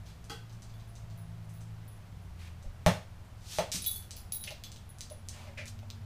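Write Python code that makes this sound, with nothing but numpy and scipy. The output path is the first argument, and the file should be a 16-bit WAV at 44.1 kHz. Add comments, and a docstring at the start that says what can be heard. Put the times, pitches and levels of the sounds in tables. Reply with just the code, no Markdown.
"""Concrete garage: a dog trots out, catches a bounced ball and brings it back.
Collar tags ring as struck metal modes; claws tick and pads scuff on the slab as filtered grit.
The ball pocks with shell modes, a low push and a felt crack; huffs are noise in throat and mouth.
A wooden bump rings early on. Below lie a far engine and low tones as wandering sines, and shaped
outdoor hiss."""
import sys
import numpy as np
from scipy import signal
from scipy.fft import rfft, irfft, next_fast_len
from scipy.io import wavfile

SR = 44100
rng = np.random.default_rng(int(sys.argv[2]) if len(sys.argv) > 2 else 0)


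def to_wav(sig):
    """Store sig (one row per channel, or 1-D mono) as 16-bit WAV at the path in sys.argv[1].

    Samples outside -1..1 are clipped; the rate is SR.
    """
    pcm = np.clip(np.atleast_2d(sig), -1, 1) * 32767
    pcm = np.round(pcm).astype(np.int16)
    wavfile.write(sys.argv[1], SR, pcm.T)  # frames by channels


N = 266981

# far engine holds, shifts down, picks up again: t/s, firing f/Hz, level/dB rms, level a fifth above/dB rms
ENGINE = [(0, 112, -58, -58.5), (.45, 112.2, -49, -59.5), (.85, 110.6, -46.5, -67),
          (1.2, 110.2, -48.5, -51), (1.75, 109.1, -45, -54), (1.95, 108, -51.5, -68), (2.2, 96, -51, -61),
          (2.45, 83.8, -47, -64), (2.7, 82.4, -49, -62), (3.15, 84, -52.5, -72), (3.45, 86.4, -62, -78),
          (3.95, 86, -54, -78), (4.6, 89, -58.5, -84), (5.2, 91.2, -50.5, -77), (6.05, 92.2, -48.5, -66)]
# other low tones and a high engine overtone swell and fade:
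# loudest t/s, length/s, f/Hz, rms wander/Hz, top level/dB rms
DRONES = [(0, 0.58, 98.8, 1.0, -48), (0, 1.3, 58, 1.17, -51), (1.0, 1.9, 58, 1.23, -57),
          (1.113, 1.8, 673, 10, -69), (1.197, 1.03, 100.7, 0.93, -52.5), (2.2, 0.87, 60.2, 1.23, -54.5),
          (2.3, 1.36, 169.8, 0.86, -59), (3.3, 1.9, 170, 1.1, -65), (3.5, 3.5, 104.8, 0.69, -54),
          (3.7, 1.2, 63.5, 0.94, -57.5), (5.0, 3.5, 67, 1.04, -60.5), (4.8, 1.1, 104.2, 0.96, -59),
          (5.803, 2.04, 227, 1.478, -59.5), (5.85, 1.35, 103.1, 0.997, -48), (1.002, 2.5, 210, 0.65, -73.5),
          (.7, 1.2, 185, 1.0, -66), (3.802, 1.4, 119.6, 1.0, -61.5), (4.598, 1.7, 203.5, 0.99, -65),
          (5.5, 2.6, 131.8, 1.09, -61.5)]
# outdoor hiss spectrum: f/Hz, relative density/dB
HISS_SPECTRUM = [(12, -1.5), (20, -3.5), (104, -2.5), (120, -4), (158, -11.5), (198, -11), (285, -22),
                 (513, -24), (698, -21.5), (4940, -36.5), (10500, -43), (14700, -45), (16000, -43)]
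# garage decay: f/Hz, t60/s
GARAGE_T60 = [(100, 0.24), (1000, 0.29), (4000, 0.33), (12000, 0.28)]
# dog to microphone: t/s, distance/m
DISTANCE = [(0, 4.9), (1.5, 7.2), (3.6, 5.2), (4.6, 3.5), (5.4, 2.62), (6.05, 1.6)]
# modes of the bumped wooden thing: f/Hz, level/dB, t60/s
KNOCK_MODES = [(457, -14, 0.1), (827, -16, 0.067), (1360, -15.5, .023), (1543, -10.5, .021),
               (1900, -12.5, 0.012), (2805, -19.5, 0.046), (3340, -9.5, 0.037), (4800, -20, .015)]
# ball on floor, then in jaws: t/s, overall gain/dB, low push/dB, crack/dB, shell tilt/(dB/octave)
BALL_HITS = [(2.863, -15.5, -2, 17.5, 3), (3.586, -17.5, -17, 11.5, -6.5)]
# ball shell: f/Hz, level before tilt/dB, t60/s
BALL_MODES = [(539, -16.5, 0.071), (646, -4.5, 0.031), (700, -14.5, 0.042), (838, -8.5, 0.027),
              (1125, -1.5, 0.0055), (1700, -2.5, 0.004)]
# soft low thuds: t/s, level/dB, f/Hz
THUMPS = [(2.66, -33.5, 30.9), (3.746, -33.5, 193)]
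# huffs: t/s, length/s, throat drive/dB, mouth drive/dB, mouth pitch factor
HUFFS = [(2.639, 0.037, -58, -75, 1.01), (4.471, 0.034, -55, -41.5, 1.23), (4.506, 0.03, -46.5, -67, 1.7),
         (5.107, 0.043, -51.5, -67, 1.2), (5.467, 0.0697, -57, -62, 1.03), (5.573, 0.1, -57, -47.5, 1.02),
         (5.824, 0.021, -59, -69, 1.2)]
# throat resonances: f/Hz, width of each of two passes/Hz, level/dB
THROAT = [(583, 170, 14.5), (750, 160, -1.5)]
# mouth resonances: f before pitch factor/Hz, width of each of two passes/Hz, level/dB
MOUTH = [(1770, 130, 4), (2170, 1200, 11.5), (2880, 1600, -3.5), (3900, 3000, -3)]
# sliding pads, and one bright hiss of rattling tags:
# start t/s, rise/s, hold/s, fall/s, held level at reference distance/dB rms, centre f/Hz
SCUFFS = [(0.041, .02, 0.035, 0.16, -64.5, 3590), (2.349, .05, 0.078, 0.059, -59, 2330),
          (3.372, .15, 0.08, 0.052, -46.5, 4300), (3.716, 0.0042, 0.042, 0.11, -40.5, 4870),
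          (3.817, 0.053, 0.08, 0.19, -55, 8700), (5.3, .03, 0.086, 0.31, -67.5, 2170),
          (5.295, 0.063, 0.099, 0.17, -66.5, 750), (5.635, .045, 0.0042, 0.066, -57.5, 4600)]
# claws on concrete, and a few loud echoes of them: t/s, peak at reference distance/dB, centre f/Hz
CLAWS = [(0.0653, -44.5, 3660), (0.243, -42.5, 5450), (0.496, -46, 3400), (0.5266, -45.5, 4980),
         (0.622, -38.5, 4850), (0.6974, -47, 3630), (0.7992, -46.5, 3500), (0.9545, -40, 4700),
         (1.101, -45.5, 3780), (1.494, -46, 6700), (1.6085, -43, 5560), (2.6269, -44.5, 5240),
         (3.2494, -56, 6590), (3.7177, -20, 4800), (3.722, -29, 4960), (3.744, -44, 4760),
         (3.7504, -22.5, 4970), (3.8114, -37, 5250), (3.8436, -25, 4250), (4.0254, -45, 3870),
         (4.1087, -29, 4730), (4.1694, -36, 3930), (4.3211, -30.5, 4500), (4.4398, -30.5, 3340),
         (4.4745, -42, 2868), (4.507, -32.5, 3240), (4.6379, -32, 3530), (4.692, -65, 4600),
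         (4.7185, -36, 4450), (4.762, -40, 3920), (4.9858, -41.5, 5840), (5.008, -28.5, 4560),
         (5.1004, -43, 3940), (5.287, -29, 5264), (5.3418, -47, 5560), (5.657, -41, 5660),
         (5.6795, -41.5, 4340), (5.791, -49.5, 2726), (5.9027, -37, 3470)]
# collar strikes: t/s, drive of first tag/dB, second tag/dB, third tag/dB, collar ring/dB
STRIKES = [(0.7394, -67, -76, -72, -62.5), (0.877, -65, -78, -83, -81), (1.1757, -65.5, -72, -72, -79),
           (1.4431, -77, -86, -84, -82), (1.5382, -57.5, -66, -70, -80), (1.8786, -58.5, -75, -67, -76),
           (2.2164, -72.5, -88, -88, -86), (2.387, -69, -83, -87, -88), (3.8211, -46, -59, -62, -72),
           (3.8626, -44, -37.5, -47, -41), (3.9144, -43, -59, -42, -57), (3.959, -51, -58, -48, -52),
           (4.1659, -54, -60, -59, -71.5), (4.3229, -42, -44.5, -53, -80), (4.349, -40, -50.5, -57, -72),
           (4.4092, -47, -56, -58, -76), (4.6374, -61, -71, -61, -52.5), (4.892, -54.5, -78, -74, -80),
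           (5.1018, -60.5, -70, -70, -74), (5.2717, -73, -89, -84, -86)]
# modes of the collar pieces: f/Hz, level/dB, t60/s, piece index (0-2 tags, 3 collar ring)
TAG_MODES = [(10365, -6, .13, 0), (10448, -2, .19, 0), (10530, -14, .08, 0), (8560, -24, .12, 0),
             (3887, -4, .11, 1), (3960, -12, .05, 1), (11194, -2, .11, 1), (11290, -5, .12, 1),
             (11400, -4, .12, 1), (15195, 0, .1, 1), (15241, 3, .11, 1), (11960, -6, .2, 2),
             (12048, -2, .22, 2), (3455, 1, .26, 3), (3490, -9, .15, 3), (4400, 0, .04, 3),
             (6400, -6, .04, 3)]

ENGINE_WANDER_HZ, HISS_RMS_DB = 0.83, -51
REFERENCE_DISTANCE_M = 6.4
GARAGE_DB, FIRST_ECHO_S = -4.5, 0.0019
CEILING_ECHO_S, CEILING_ECHO_DB = 0.0065, -6
KNOCK_S, KNOCK_DB = 0.296, -29
SQUASH_HZ = 240  # the soft squash of the ball pushes only lows
GRAINS_PER_S, SCUFF_RANGE_DB = 4000, 31  # range: depth of rise and fall
GRIT_GAIN, GRIT_S = 0.05, 0.0018  # grit behind a contact
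CLAW_EDGE_DB = -11
RATTLE_S, REBOUND_DB = 0.022, -11  # latest rebound; rebounds below the blow
CLACK_DB, MODE_SPREAD_DB = -4.5, 5.5  # broad contact; uneven sharing of force among modes
FLICKER_PER_S, FLICKER_DB_AT_12_KHZ = 80, 5  # random flicker of the ringing, deeper for high modes
TOP_STEP_HZ, CUTOFF_HZ = 15650, 16650  # treble drops in a step; treble is cut


def from_db(db):
    """Decibels to gain."""
    return 10 ** (np.asarray(db) / 20)


def rms_one(x):
    """Scale to unit rms."""
    return x / np.sqrt(np.mean(x ** 2) + 1e-20)


def in_time(rows):
    """Columns of a curve, one value a sample."""
    s, *columns = np.transpose(rows)
    return [np.interp(np.arange(N) / SR, s, c) for c in columns]


def at_hz(points, hz):
    """Read a spectrum on a log-frequency axis."""
    point_hz, value = np.array(points).T
    return np.interp(np.log(hz), np.log(point_hz), value)


def drift(rate_hz):
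    """Random motion of unit rms: noise through two equal one-pole low-passes."""
    r = np.exp(-2 * np.pi * rate_hz / SR)
    noise = rng.standard_normal(N + SR)
    return rms_one(signal.lfilter([1], [1, -2 * r, r * r], noise)[SR:])  # filter settles for 1 s


def ring(clicks, hz, t60_s):
    """Struck mode: a unit click sets a decaying sine of height 1 ringing."""
    r, w = from_db(-60 / (t60_s * SR)), 2 * np.pi * hz / SR
    return signal.lfilter([0, np.sin(w)], [1, -2 * r * np.cos(w), r * r], clicks + 1e-18)


def resonate(x, hz, width_hz):
    """Two-pole band-pass of gain 1 on top."""
    r = np.exp(-np.pi * width_hz / SR)
    poles = [1, -2 * r * np.cos(2 * np.pi * hz / SR), r * r]
    return signal.lfilter([(1 - r * r) / 2, 0, (r * r - 1) / 2], poles, x)


def butter(x, order, hz, kind):
    """Butterworth filter."""
    return signal.sosfilt(signal.butter(order, hz, kind, fs=SR, output="sos"), x)


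def contact_grit(t):
    """One sharp contact with a little decaying grit behind it."""
    return (t == 0) + GRIT_GAIN * rng.standard_normal(len(t)) * np.exp(-t / GRIT_S)


def add(out, s, sound):
    """Mix a sound in at s seconds."""
    at = round(s * SR)
    out[at:at + len(sound)] += sound[:N - at]


def hiss():
    """Outdoor hiss: steady noise shaped by a density spectrum."""
    size = next_fast_len(N)
    hz = np.arange(1, size // 2 + 2) * SR / size
    spectrum = rfft(rng.standard_normal(size)) * from_db(at_hz(HISS_SPECTRUM, hz))
    return from_db(HISS_RMS_DB) * rms_one(irfft(spectrum, size)[:N])


def hum():
    """Far engine, other low tones and a high engine overtone: near sines whose pitch wanders a little."""
    t = np.arange(N) / SR
    hz, level_db, fifth_db = in_time(ENGINE)
    phase = 2 * np.pi * np.cumsum(hz + ENGINE_WANDER_HZ * drift(3.04)) / SR
    out = from_db(level_db) * np.sin(phase) + from_db(fifth_db) * np.sin(3 * phase / 2)
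    for s, length_s, hz, wander_hz, level_db in DRONES:
        swell = np.cos(np.pi * np.clip((t - s) / length_s, -.5, .5)) ** 2
        phase = 2 * np.pi * np.cumsum(hz + wander_hz * drift(3.18)) / SR
        out += from_db(level_db) * swell * np.sin(phase)
    return np.sqrt(2) * out  # levels are rms


def garage(x):
    """Diffuse tail: octave noise bands, each with its own decay; the open door lets the deep bass out."""
    t = np.arange(SR // 2) / SR
    tail = np.zeros(len(t))
    for low_hz in 80 * 2. ** np.arange(8):
        band = butter(rng.standard_normal(len(t)), 2, [low_hz, min(2 * low_hz, .45 * SR)], "band")
        t60_s = at_hz(GARAGE_T60, low_hz * np.sqrt(2))
        tail += band * from_db(-60 * t / t60_s)
    tail *= np.clip(t / FIRST_ECHO_S - 1, 0, 1)
    tail /= np.sqrt(np.sum(tail ** 2))
    return from_db(GARAGE_DB) * signal.fftconvolve(x, tail)[:N]


def knock():
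    """Something wooden is bumped: a rattling noise burst, 30 ms decay, rings its modes."""
    out, t = np.zeros(N), np.arange(15000) / SR
    bump = rng.standard_normal(len(t)) * np.minimum(t / 0.0013, 1) * np.exp(-t / 0.03) / 15
    modes = sum(from_db(db) * ring(bump, hz, t60_s) for hz, db, t60_s in KNOCK_MODES)
    rattle = 6.8 * resonate(bump, 3800, 2600)
    add(out, KNOCK_S, from_db(KNOCK_DB) * (modes + rattle))
    return out


def ball():
    """Hollow ball pocks: a low push, shell modes and a crack of felt; soft thuds ring one low mode."""
    out, t = np.zeros(N), np.arange(8000) / SR
    click = (t == 0) * 1.
    for s, gain_db, low_db, crack_db, tilt_db in BALL_HITS:
        shell = np.zeros(len(t))
        for hz, db, t60_s in BALL_MODES:
            shell += from_db(db + tilt_db * np.log2(hz / 600)) * ring(click, hz, t60_s)
        # a small shell sends out no bass, the felt damps its top
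        shell = butter(shell, 2, [470, 2200], "band")
        push = ring(click, 111, 0.06) + 0.87 * ring(click, 170, 0.067) + 0.29 * ring(click, 80, 0.099)
        push = from_db(low_db) * butter(push, 4, SQUASH_HZ, "low")
        felt = contact_grit(t)
        crack = resonate(felt, 2600, 2800) + 0.06 * resonate(felt, 16000, 6900)
        add(out, s, -from_db(gain_db) * (shell + push + from_db(crack_db) * crack))
    for s, level_db, hz in THUMPS:
        add(out, s, from_db(level_db) * ring(click, hz, 6.8 / hz))
    return out


def huffs():
    """Puffs of air past the ball: noise in throat and mouth resonances, quick to start."""
    def tract(air, resonances, pitch):
        """Parallel resonances, each passed twice."""
        return sum(from_db(db) * resonate(resonate(air, pitch * hz, width_hz), pitch * hz, width_hz)
                   for hz, width_hz, db in resonances)

    out = np.zeros(N)
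    for s, length_s, throat_db, mouth_db, pitch in HUFFS:
        t = np.arange(round(length_s * SR)) / SR
        air = rng.standard_normal(len(t))
        throat = from_db(throat_db) * rms_one(tract(air, THROAT, 1))
        mouth = from_db(mouth_db) * rms_one(tract(air, MOUTH, pitch))
        shape = np.interp(t, [0, .008, 0.82 * length_s, length_s], [0.18, 0.66, 0.044, 0.23])
        add(out, s, shape * (throat + mouth))
    return out


def scuffs():
    """Dense band-passed grains, sliding pads or tag hiss: they swell, hold and die."""
    grains = (rng.random(N) < GRAINS_PER_S / SR) * rng.standard_normal(N)
    grains = grains + 0.64 * rng.standard_normal(N)
    out, t = np.zeros(N), np.arange(N) / SR
    for s, rise_s, hold_s, fall_s, level_db, hz in SCUFFS:
        corners_s = s + np.cumsum([0, rise_s, hold_s, fall_s])
        # 99 dB down outside the scuff
        below_db = np.interp(t, corners_s, [SCUFF_RANGE_DB, 0, 0, SCUFF_RANGE_DB], 99, 99)
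        out += from_db(level_db - below_db) * rms_one(resonate(grains, hz, 0.8 * hz))
    return out


def claws():
    """Claw ticks and a few loud echoes: contact plus grit in a broad band, with a bright edge."""
    out, t = np.zeros(N), np.arange(4000) / SR
    for s, peak_db, hz in CLAWS:
        grit = contact_grit(t)
        body = resonate(resonate(grit, hz, hz), hz, 3.75 * hz)
        tick = body + from_db(CLAW_EDGE_DB) * butter(grit, 2, 9000, "high")
        add(out, s, from_db(peak_db) * tick / np.abs(tick).max())
    return out


def tags():
    """A strike is a blow and three quick rebounds; each excites the modes of the pieces it hits."""
    out, rows = np.zeros(N), np.array(STRIKES)
    delays_s = RATTLE_S * rng.random((len(rows), 4)) * [0, 1, 1, 1]
    at = np.round((rows[:, :1] + delays_s) * SR).astype(int)
    fade_db = REBOUND_DB * np.array([0, 1, 1, 1])
    for hz, mode_db, t60_s, piece in TAG_MODES:
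        clicks = np.zeros(N)
        spread_db = rng.normal(0, MODE_SPREAD_DB, at.shape)
        np.add.at(clicks, at, from_db(rows[:, [piece + 1]] + fade_db + mode_db + spread_db))
        flicker_db = FLICKER_DB_AT_12_KHZ * np.sqrt(hz / 12000) * drift(FLICKER_PER_S)
        out += from_db(flicker_db) * ring(clicks, hz, t60_s)
    out = butter(out, 2, 2500, "high")  # small pieces send out no lows
    clicks = np.zeros(N)
    hardest_db = rows[:, 1:].max(axis=1, keepdims=True)
    np.add.at(clicks, at, from_db(hardest_db + fade_db + CLACK_DB))
    clack = resonate(resonate(clicks, 11500, 6000), 11500, 9000)
    return out + clack


def scene():
    """Dog's direct sound falls with distance, the diffuse tail does not; two equal channels."""
    direct = REFERENCE_DISTANCE_M / in_time(DISTANCE)[0]
    taps, bounce, bump = claws(), ball(), knock()
    near, breath = tags() + scuffs(), huffs()
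    send = from_db(11) * taps + from_db(7.5) * bounce + from_db(1.0) * near
    send += from_db(3.5) * breath + from_db(2.0) * bump
    wet = garage(send)
    # one clear early reflection
    add(wet, CEILING_ECHO_S, from_db(CEILING_ECHO_DB) * (direct * taps + bounce))
    mono = direct * (taps + near + breath) + bounce + bump + wet + hum() + hiss()
    return np.array([mono, mono])


def record(dry):
    """Top drops by a 32 dB step, then is cut by a further 50 dB."""
    stepped = signal.sosfilt(signal.cheby2(10, 32, TOP_STEP_HZ, fs=SR, output="sos"), dry)
    return signal.sosfilt(signal.cheby2(12, 50, CUTOFF_HZ, fs=SR, output="sos"), stepped)


dry = scene()
out = record(dry)
to_wav(out)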